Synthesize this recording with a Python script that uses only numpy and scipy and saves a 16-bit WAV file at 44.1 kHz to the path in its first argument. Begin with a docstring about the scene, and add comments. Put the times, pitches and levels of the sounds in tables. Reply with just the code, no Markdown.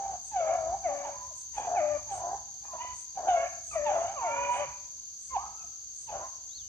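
"""Thick brush before a tree line: three hounds bay as they run, by turns and overlapping, and a thin echo answers.
Each voice is a sum of overtones of the vocal folds, coloured by the throat and roughened by rasp and breath.
Cicadas drone (throbbing noise), crickets trill (pulsed tones), a katydid rasps (toothed noise) and a bird
whistles (gliding sines); far rumble, leaf hiss and a hum (noise bands) lie underneath.
A phone with two ports records; its noise suppressor lets the low band up while the voice band is loud."""
import sys
import numpy as np
from scipy import signal
from scipy.fft import rfft, irfft, next_fast_len
from scipy.io import wavfile
from scipy.ndimage import uniform_filter1d, map_coordinates

SR = 44100
rng = np.random.default_rng(int(sys.argv[2]) if len(sys.argv) > 2 else 0)


def output_pcm(signal):
    """Save a mono or channel-first signal as 16-bit PCM at the path in sys.argv[1].

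    Samples are clipped to [-1, 1] before scaling.
    """
    pcm = np.clip(np.atleast_2d(signal).T, -1, 1) * 32767
    wavfile.write(sys.argv[1], SR, np.round(pcm).astype(np.int16))


N = 294588
T = np.arange(N) / SR  # time/s

# Calls of each dog: pitch swoops from its onset value, holds, then bends to its end value. Columns:
# start t/s, rise/s, swoop/s, length/s, onset f/Hz, held f/Hz, end f/Hz, level at the end of the rise/dB,
# held level/dB, end level/dB (the pitch line ahead of echo and ports), then relative to the pitch line:
# half-pitch lines level/dB, rasp level/dB, upper voice level/dB
DEEP_CALLS = [ (0.398, 0.0082, 0.022, 0.16, 563, 550, 565.6, -35.5, -49.5, -39, -21, -18.5, -9.5),
              (0.835, 0.023, .062, .33, 798, 567.3, 574, -25, -35, -52, -14, -16.5, -18.5),
              (1.297, 0.014, 0.027, 0.033, 781, 592, 570, -50.5, -46.5, -59, -15, -28, -26),
              (1.748, 0.025, .066, .222, 904, 601.6, 584, -25.5, -30, -33, -11, -22.5, -18.5),
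              (3.352, 0.018, 0.067, 0.12, 545.4, 551.7, 590, -41.5, -44.5, -43, -28, -25.5, 0),
              (3.748, 0.013, .044, .2, 695, 586.7, 615, -26, -34, -33, -17, -25.5, -16),
              (4.215, 0.034, .09, 0.29, 829.5, 562, 580, -29, -38.5, -39.5, -15, -23, -16),
              (4.55, 0.01, .058, 0.098, 536, 594.3, 547, -44.5, -33, -38.5, -34, -12.5, -8), ]
ROUGH_CALLS = [ (-0.03, 0.023, .05, .19, 767, 796, 714, -32, -38.5, -38, -20, -8.5, -25.5),
               (0.318, 0.047, 0.13, .242, 890, 630.4, 705, -27, -30.5, -29, -38, -12.5, -26.5),
               (0.55, 0.019, 0.071, 0.2, 698.6, 643, 791, -37, -35, -32, -18, -12, -35.5),
               (1.045, 0.016, 0.046, .065, 1003, 700, 655, -31.5, -39, -50, -32.5, -0.5, -21),
               (1.535, 0.047, .065, .135, 995.6, 809, 835, -38, -41, -43, -25.5, 3, -13.5),
               (1.665, 0.0089, 0.021, 0.1, 769, 710, 697.3, -31.5, -33.5, -33.5, -26, -3.5, -38),
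               (2.07, 0.05, .12, .16, 915, 711.6, 811, -35.5, -41.5, -40.5, -13, -2.5, -23.5),
               (2.225, 0.0067, 0.019, .125, 761.5, 700, 834, -37.5, -37.5, -38.5, -12, -3, -59),
               (2.73, 0.0067, 0.013, .035, 689, 652, 634, -39, -42, -47, -17, -2.5, -24.5),
               (2.84, 0.0099, 0.01, .022, 740, 688, 700, -35.5, -53.5, -59.5, -25, -3.5, -47),
               (3.16, 0.02, 0.061, .125, 802.6, 700, 739, -33, -47.5, -35.5, -21.5, 5.5, -32),
               (3.275, 0.013, .125, .2, 779, 665, 721, -21.5, -29.5, -40, -36, -10, -27),
               (3.845, 0.027, .125, .215, 1000, 679.3, 707.4, -29.5, -32, -38, -34, -1.5, -20),
               (4.07, 0.0072, 0.064, 0.076, 733, 821, 765, -35.5, -43, -38.5, -28, -4.5, -20.5),
               (4.532, 0.0095, .02, .088, 715.5, 723.4, 805, -35, -41.5, -45.5, -31, 2, -7),
               (5.298, 0.013, .025, .072, 1119, 1051, 748, -45, -42.5, -26, -25, -20.5, -16.5),
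               (5.39, 0.034, 0.09, 0.14, 784, 790, 767, -53.5, -54, -67, -29.5, 2, -17.5),
               (5.628, .014, 0.031, 0.027, 864, 670, 640, -47.5, -59, -54, -24, -14, -19),
               (6.07, 0.017, 0.084, 0.171, 1004, 690, 696, -45, -42, -48, -12, 6, -18.5), ]
HIGH_CALLS = [ (0.46, .016, .062, 0.24, 836, 743, 750, -34.5, -32, -50, -18.5, -15, -27),
              (0.88, 0.031, .095, 0.17, 885, 712, 780, -36.5, -50, -43, -11.5, -6, -20),
              (1.09, .02, 0.059, .2, 740, 998.6, 1016, -55, -47, -48, -13, -14, -29),
              (1.97, 0.012, 0.097, 0.042, 1177, 670, 700, -56, -50, -51, -20, -17, -22),
              (2.195, 0.0043, 0.044, 0.13, 951, 1007, 1004, -44.5, -47, -53, -33, -19, -29),
              (2.62, 0.035, .033, 0.068, 834, 812, 840, -42.5, -56.5, -53, -0.5, -2.5, -14),
              (2.68, 0.008, 0.11, 0.087, 1130, 950, 930, -47.5, -38, -55, -12, -10, -25.5),
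              (2.778, .034, .05, 0.17, 852.6, 997, 989, -33.5, -42, -56, -25.5, -14, -1),
              (3.708, 0.01, 0.053, 0.055, 1301, 1153, 1092, -42.5, -50, -44, -20.5, -0.5, 3.5),
              (4.15, 0.024, .085, .25, 1303, 913.4, 975, -37, -37, -34, 7.5, -13.5, -9.5),
              (4.398, 0.0083, 0.034, .075, 975.4, 985, 933, -37, -39.5, -39.5, 6.5, -10, -2.5),
              (4.475, 0.021, 0.056, 0.23, 975.3, 977, 992.6, -26.5, -35, -50.5, -2, -12.5, -8),
              (5.375, 0.0063, .075, 0.2, 1023, 1296, 1290, -38, -53, -60, -21, -10, -33),
              (5.575, 0.011, 0.0523, 0.051, 1386, 1258, 1240, -52.5, -54, -62.5, -30, -12, -10),
              (5.642, 0.013, 0.059, .075, 1350, 1216, 1245, -68, -73, -76, -19, -7.5, -15),
              (6.19, .02, 0.0675, 0.096, 905, 1055, 1095, -44, -46, -58, -11.5, -7, -41), ]
# Resonance of each dog's throat and mouth: f/Hz, relative level/dB
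DEEP_TRACT = [(200, 2.5), (450, -17.5), (600, 5.5), (900, -9), (1200, -9), (1550, -9), (1900, -3.5),
              (2400, -4.5), (3200, -25.5), (4500, -53)]
ROUGH_TRACT = [(200, -27.5), (450, -4), (650, 0), (900, 1), (1400, -8.5), (1900, -14), (2300, -11.5),
               (3000, -12), (3700, -19.5), (4800, -53.5)]
HIGH_TRACT = [(200, -30), (450, -24.5), (700, 9.5), (1000, 7.5), (1400, -6), (1900, -10.5), (2400, 2.5),
              (3000, -10), (3600, -36), (4500, -58.5)]
# Difference in colour of the two ports: f/Hz, left minus right level/dB
PORT_COLOUR = [(200, -7), (400, -4), (600, 8), (780, -2), (1000, -4), (1400, 2), (2300, -6.5), (4400, -8.5)]
# Phase between the ports: f/Hz, lead of the left port/rad
PORT_LEAD = [(250, 0.76), (450, 1), (650, 0.18), (850, 0.31), (1150, 1.54), (1800, 1.72), (2250, 1.1),
             (3700, 3.36)]
# Echo off brush and trees: f/Hz, time to decay by 60 dB t/s, relative level/dB
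TREE_ECHO = [(300, 0.56, -12), (580, 0.73, -15.5), (960, 0.62, -3.5), (1500, 0.77, -2.5),
             (2330, 0.72, -6.5), (5000, 0.16, -8.5)]
# Main band of the cicada drone: f/Hz, relative level per Hz/dB
CICADA_BAND = [(3060, -50.5), (5200, -36.5), (5410, -29.5), (5780, -9), (6120, 3.5), (6460, 7),
               (6880, -2.5), (7890, -22.5), (9510, -35.5), (10300, -61.5), (13400, -85.5), (22000, -120)]
# Overtone band of the drone: f/Hz, relative level per Hz/dB
CICADA_OVERTONE = [(6350, -47), (10800, -22), (11600, 7.5), (13800, 15), (14700, -7.5), (15100, -19.5),
                   (15500, -17.5)]
# Rumble, leaves and far insects: f/Hz, relative level per Hz/dB
AIR_BAND = [(15, -37), (25, -37), (59, 1), (141, -15), (259, -18), (332, -19), (476, -21), (1680, -28.5),
            (1880, -31), (2630, -31), (3850, -23.5), (5400, -20.5), (7020, -50), (11900, -120)]
# Left-right correlation of the air: f/Hz, likeness (0 to 1)
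AIR_LIKENESS = [(60, 0.78), (150, 0.73), (300, .3), (1500, 0.35), (3000, 0.017)]
# Swelling and fading of the far hum: t/s, rms level/dB
HUM_LEVEL = [(0, -69.5), (1.2, -67), (2, -58.5), (2.8, -70), (4, -65), (5.2, -68), (6.68, -75.5)]
# Colour of the hum: f/Hz, relative level per Hz/dB
HUM_COLOUR = [(60, -60.5), (90, -2.5), (105, 2), (125, -8.5), (180, -60.5)]
# Katydid rasps: start t/s, nominal level/dB ahead of ramps and panning, length t/s
KATYDID_RASPS = [(0.214, -47.5, 0.13), (1.337, -48, 0.13), (1.522, -53, 0.12), (2.088, -47, 0.14),
                 (2.925, -47, 0.14), (3.621, -48, 0.17), (4.479, -52, 0.16), (5.1755, -51, 0.16),
                 (5.9245, -52, 0.18)]
# Resonance of the katydid's wing: f/Hz, relative level per Hz/dB
WING_BAND = [(7000, -20), (7600, 2.5), (8300, 0), (9300, -5), (9800, -24), (10100, -58.5)]
# One list per whistle of the bird: t/s, f/Hz, rms level/dB ahead of panning
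BIRD_WHISTLES = [
    [(6.34, 5700, -70), (6.36, 5900, -49), (6.38, 5450, -60)],
    [(6.485, 3780, -78), (6.499, 3320, -62.5), (6.569, 4480, -47), (6.588, 3720, -51.5),
     (6.63, 3010, -66.5), (6.68, 2920, -74.5)],
]

ONSET_DB = 21  # a call starts this far under its level at the end of the rise
SWOOP_RASP_DB, SWOOP_HALF_DB = 12, 9.5  # taut folds: less rasp, weaker half-pitch lines at the onset
SWOOP_EVEN = 0.85  # share of the fold shake that taut folds lose
UPPER_STEADY = 0.29  # share of a level drop that the upper voice does not follow
END_BEND = 2.143  # power that makes the end bend come late
TOP_HZ = 15628  # upper band limit of the recorder


def amp(db):
    """Decibel law: level to amplitude ratio."""
    return 10 ** (np.asarray(db) / 20)


def unit(x):
    """Normalisation to an rms value of 1."""
    return x / np.sqrt(np.mean(x ** 2) + 1e-20)


def along(points, hz):
    """Linear interpolation of (f/Hz, value) points on a logarithmic frequency axis."""
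    f, v = np.transpose(points)
    return np.interp(np.log(hz + 1), np.log(f + 1), v)


def wobble(rate):
    """Band-limited randomness: a smooth curve of rms 1 through rate random knots a second."""
    knots = rng.standard_normal(int(N * rate / SR) + 4)
    return unit(map_coordinates(knots, [T * rate]))


def filtered(x, response):
    """Linear filtering: the spectrum of x times a complex response of frequency."""
    m = next_fast_len(N + SR // 2)
    return irfft(rfft(x, m) * response(np.fft.rfftfreq(m, 1 / SR)), m)[..., :N]


def hiss(spectrum, channels=2):
    """Spectral shaping of white noise: unrelated channels, together of rms 1."""
    white = rng.standard_normal((channels, N))
    return unit(filtered(white, lambda hz: amp(along(spectrum, hz))))


def call_shape(call, t, ease, open_db):
    """Fold tension sets the pitch: tracks of pitch, levels and tension at times t/s after the start."""
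    (rise, swoop, length, onset_hz, held_hz, end_hz,
     risen_db, held_db, end_db, half_db, rasp_db, upper_db) = call
    swoop = max(swoop, rise + .001)
    length = max(length, swoop + .001)
    taut = np.clip(1 - t / swoop, 0, 1)
    late = np.clip((t - swoop) / (length - swoop), 0, 1)
    hz = held_hz + (onset_hz - held_hz) * taut ** ease + (end_hz - held_hz) * late ** END_BEND
    db = np.interp(t, [0, rise, swoop, length], [risen_db - ONSET_DB, risen_db, held_db, end_db])
    drop_db = max(risen_db, held_db, end_db) - db
    mouth_db = upper_db + UPPER_STEADY * drop_db + open_db * taut
    return hz, db, half_db - SWOOP_HALF_DB * taut, rasp_db - SWOOP_RASP_DB * taut, mouth_db, taut


def dog(calls, throat, ease, open_db, jitter, blur, flutter_hz, breath_db, hoarse_db, edge=.012):
    """Source and filter: fold overtones through the throat; rasp smears the lines and adds breath noise.

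    ease: power of slowing into the held pitch; open_db: upper voice added by the wide-open mouth at onset.
    """
    out = np.zeros(N)
    tremble = wobble(45) + .8 * wobble(11)
    flutter, uneven, brush = wobble(flutter_hz), wobble(90), wobble(30)
    breath = hiss(throat, channels=1)[0]

    def upper(hz):  # what an open mouth lets out
        return 1 / (1 + (1250 / (hz + 1)) ** 10)

    bright_breath = filtered(breath, upper)
    order = np.arange(1, 17)[:, None]  # in steps of half the pitch: 2 is the pitch line
    high = order > 2
    for start, *call in calls:
        length = call[2]
        span = slice(max(round((start - edge) * SR), 0), round((start + length + edge) * SR))
        t = T[span] - start
        hz, db, half_db, rasp_db, mouth_db, taut = call_shape(call, t, ease, open_db)
        half_phase = np.pi * np.cumsum(hz * (1 + jitter * tremble[span])) / SR
        line_hz = order * hz / 2
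        # every second fold closure is weaker: odd multiples of half the pitch
        line_db = along(throat, line_hz) - along(throat, hz) + order % 2 * half_db
        line_db = line_db + mouth_db * upper(line_hz) * high
        # uneven closures shake the high lines more than the low ones
        steadiness = 1 - SWOOP_EVEN * np.sqrt(taut)
        shake = blur * amp(rasp_db / 4) * np.maximum(order - 2, 0) * uneven[span] * steadiness
        # brush in the path breaks each high line up at its own moments
        moments = (np.arange(span.start, span.start + len(t)) + order * (N // 17)) % N
        line_db = line_db + 7 * high * np.minimum(brush[moments], .3)
        voice = np.sqrt(2) * np.sum(amp(line_db) * np.sin(order * half_phase + shake), axis=0)
        puffs = 1 + .5 * np.cos(2 * half_phase)  # breath pulses once a pitch period
        dull_breath = (breath - bright_breath)[span]
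        rasp = flutter[span] * voice + amp(breath_db) * puffs * dull_breath
        # the upper voice is always hoarse, and more so with rasp
        hoarse = amp(mouth_db + hoarse_db + rasp_db / 4) * puffs * bright_breath[span]
        fade = np.clip(np.minimum(t, length - t) / edge + 1, 0, 1) ** 2
        out[span] += fade * amp(db) * (voice + amp(rasp_db) * rasp + hoarse)
    return out


def trees(x):
    """Diffuse scattering: convolution with two noise tails, each frequency dying at its own speed."""
    hz, t, z = signal.stft(rng.standard_normal((2, SR * 3 // 4)), SR, nperseg=256)
    t60, db = [along([(row[0], row[k]) for row in TREE_ECHO], hz)[:, None] for k in (1, 2)]
    # a longer decay spreads the same energy over more time
    spread = np.sqrt(t60 * SR / np.log(1e6))
    tail = signal.istft(z * amp(db - 60 * t / t60) / spread, SR, nperseg=256)[1]
    delayed = np.pad(x, (500, 0))  # in samples
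    return signal.fftconvolve(delayed[None], tail, axes=1)[:, :N]


def pack():
    """Two-point reception: the ports differ in colour and phase; the voices have little below 230 Hz."""
    dogs = dog(DEEP_CALLS, DEEP_TRACT, ease=1.05, open_db=-3, jitter=.006, blur=.7,
               flutter_hz=160, breath_db=-1.5, hoarse_db=0)
    dogs = dogs + dog(ROUGH_CALLS, ROUGH_TRACT, ease=1.6, open_db=12.6, jitter=.008, blur=.7,
                      flutter_hz=240, breath_db=-6, hoarse_db=1)
    dogs = dogs + dog(HIGH_CALLS, HIGH_TRACT, ease=1.5, open_db=-10.5, jitter=.006, blur=.3,
                      flutter_hz=160, breath_db=2, hoarse_db=-3)
    side = np.array([[.5], [-.5]])

    def ports(hz):
        colour = amp(side * along(PORT_COLOUR, hz))
        lead = np.exp(1j * side * along(PORT_LEAD, hz))
        low_cut = 1 + (230 / (hz + 1)) ** 6
        return colour * lead / low_cut

    echo = trees(dogs)
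    return filtered(dogs + .5 * echo.sum(axis=0) + 0.65 * echo, ports)


def cicadas():
    """Amplitude modulation: a chorus noise throbs weakly at the rate of the nearest singer."""
    turns = 35.4 * T  # throbs since the start
    throb = 1 + 0.12 * np.cos(2 * np.pi * turns) + 0.053 * np.cos(4 * np.pi * turns)
    swell = amp(0.4 * wobble(1.3) + 0.63 * np.array([wobble(13), wobble(13.0)]))
    drone = amp(-43.5) * hiss(CICADA_BAND) + amp(-74.5) * hiss(CICADA_OVERTONE)
    return throb * swell * drone * amp([[.6], [-.6]])


def crickets():
    """Driven resonance: in each of two trills, wing strokes ring one short mode."""
    out = 0
    for stroke_hz, hz, db in [(65.5, 4680, -64.5), (53, 4596, -65)]:
        stroke = np.cumsum(stroke_hz * (1 + 0.025 * wobble(3.3))) / SR
        pulse = np.maximum(np.sin(2 * np.pi * stroke) - .1, 0)
        tone = np.sin(2 * np.pi * hz * T + 1.35 * np.array([wobble(90), wobble(90)]))
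        out = out + amp(db + 0.32 * wobble(7)) * unit(pulse * tone)
    return out


def air():
    """Partial coherence: rumble in lumps, near mono, under a steady faint hiss of leaves."""
    def turn(hz):  # the mid-side angle that yields the wanted correlation
        return np.arccos(np.clip(along(AIR_LIKENESS, hz), -1, 1)) / 2

    mid, side = filtered(hiss(AIR_BAND), lambda hz: np.array([np.cos(turn(hz)), np.sin(turn(hz))]))
    bed = amp(-56) * unit(np.array([mid + side, mid - side]))
    rumble = filtered(bed, lambda hz: 1 / (1 + (hz / 220) ** 4))
    lumps = amp(1.5 * wobble(4.5) + 2.5 * wobble(12))
    return bed - rumble + lumps * rumble


def hum():
    """Narrow-band noise: a low far hum, the same at both ports."""
    s, db = np.transpose(HUM_LEVEL)
    return amp(np.interp(T, s, db)) * hiss(HUM_COLOUR, channels=1)


def katydid():
    """Stridulation: short rasps of a wing file, 85 teeth a second."""
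    level = np.zeros(N)
    for s, db, length in KATYDID_RASPS:
        level += amp(db) * np.clip(np.minimum(T - s, s + length - T) / 0.091, 0, 1)  # ramps/s
    teeth = 1 + 0.27 * np.cos(2 * np.pi * 85 * T)
    wing = hiss(WING_BAND, channels=3)
    # a little noise common to both sides
    return level * teeth * unit(0.09 * wing[2] + wing[:2]) * amp([[1.5], [-1.5]])


def bird():
    """Frequency gliding of a pure tone: two thin whistles, the second dipping, sliding up and falling."""
    whistle = np.zeros(N)
    for note in BIRD_WHISTLES:
        s, hz, db = np.transpose(note)
        level = amp(np.interp(T, s, db, left=-120, right=-120))
        phase = 2 * np.pi * np.cumsum(np.interp(T, s, hz)) / SR
        whistle += np.sqrt(2) * level * np.sin(phase)
    return whistle * amp([[-1.1], [1.1]]) + amp(-4.0) * trees(whistle)


def scene():
    """Superposition of all sources at the two ports."""
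    return pack() + cicadas() + crickets() + air() + hum() + katydid() + bird()


def record(dry):
    """Level-dependent gain: the low band is turned down unless the voice band is loud; then a band limit."""
    voice = filtered(dry.mean(axis=0), lambda hz: (hz > 500) & (hz < 1500))
    loud_db = 10 * np.log10(np.abs(uniform_filter1d(voice ** 2, size=2600)) + 1e-12)
    closed = 1 / (1.5 + np.exp((loud_db + 49) / 4))  # 0 when loud, 1/1.5 in quiet
    low = filtered(dry, lambda hz: 1 / (1 + (hz / 2800) ** 4))
    return filtered(dry - low + amp(-13 * closed) * low, lambda hz: hz < TOP_HZ)


dry = scene()
out = record(dry)
output_pcm(out)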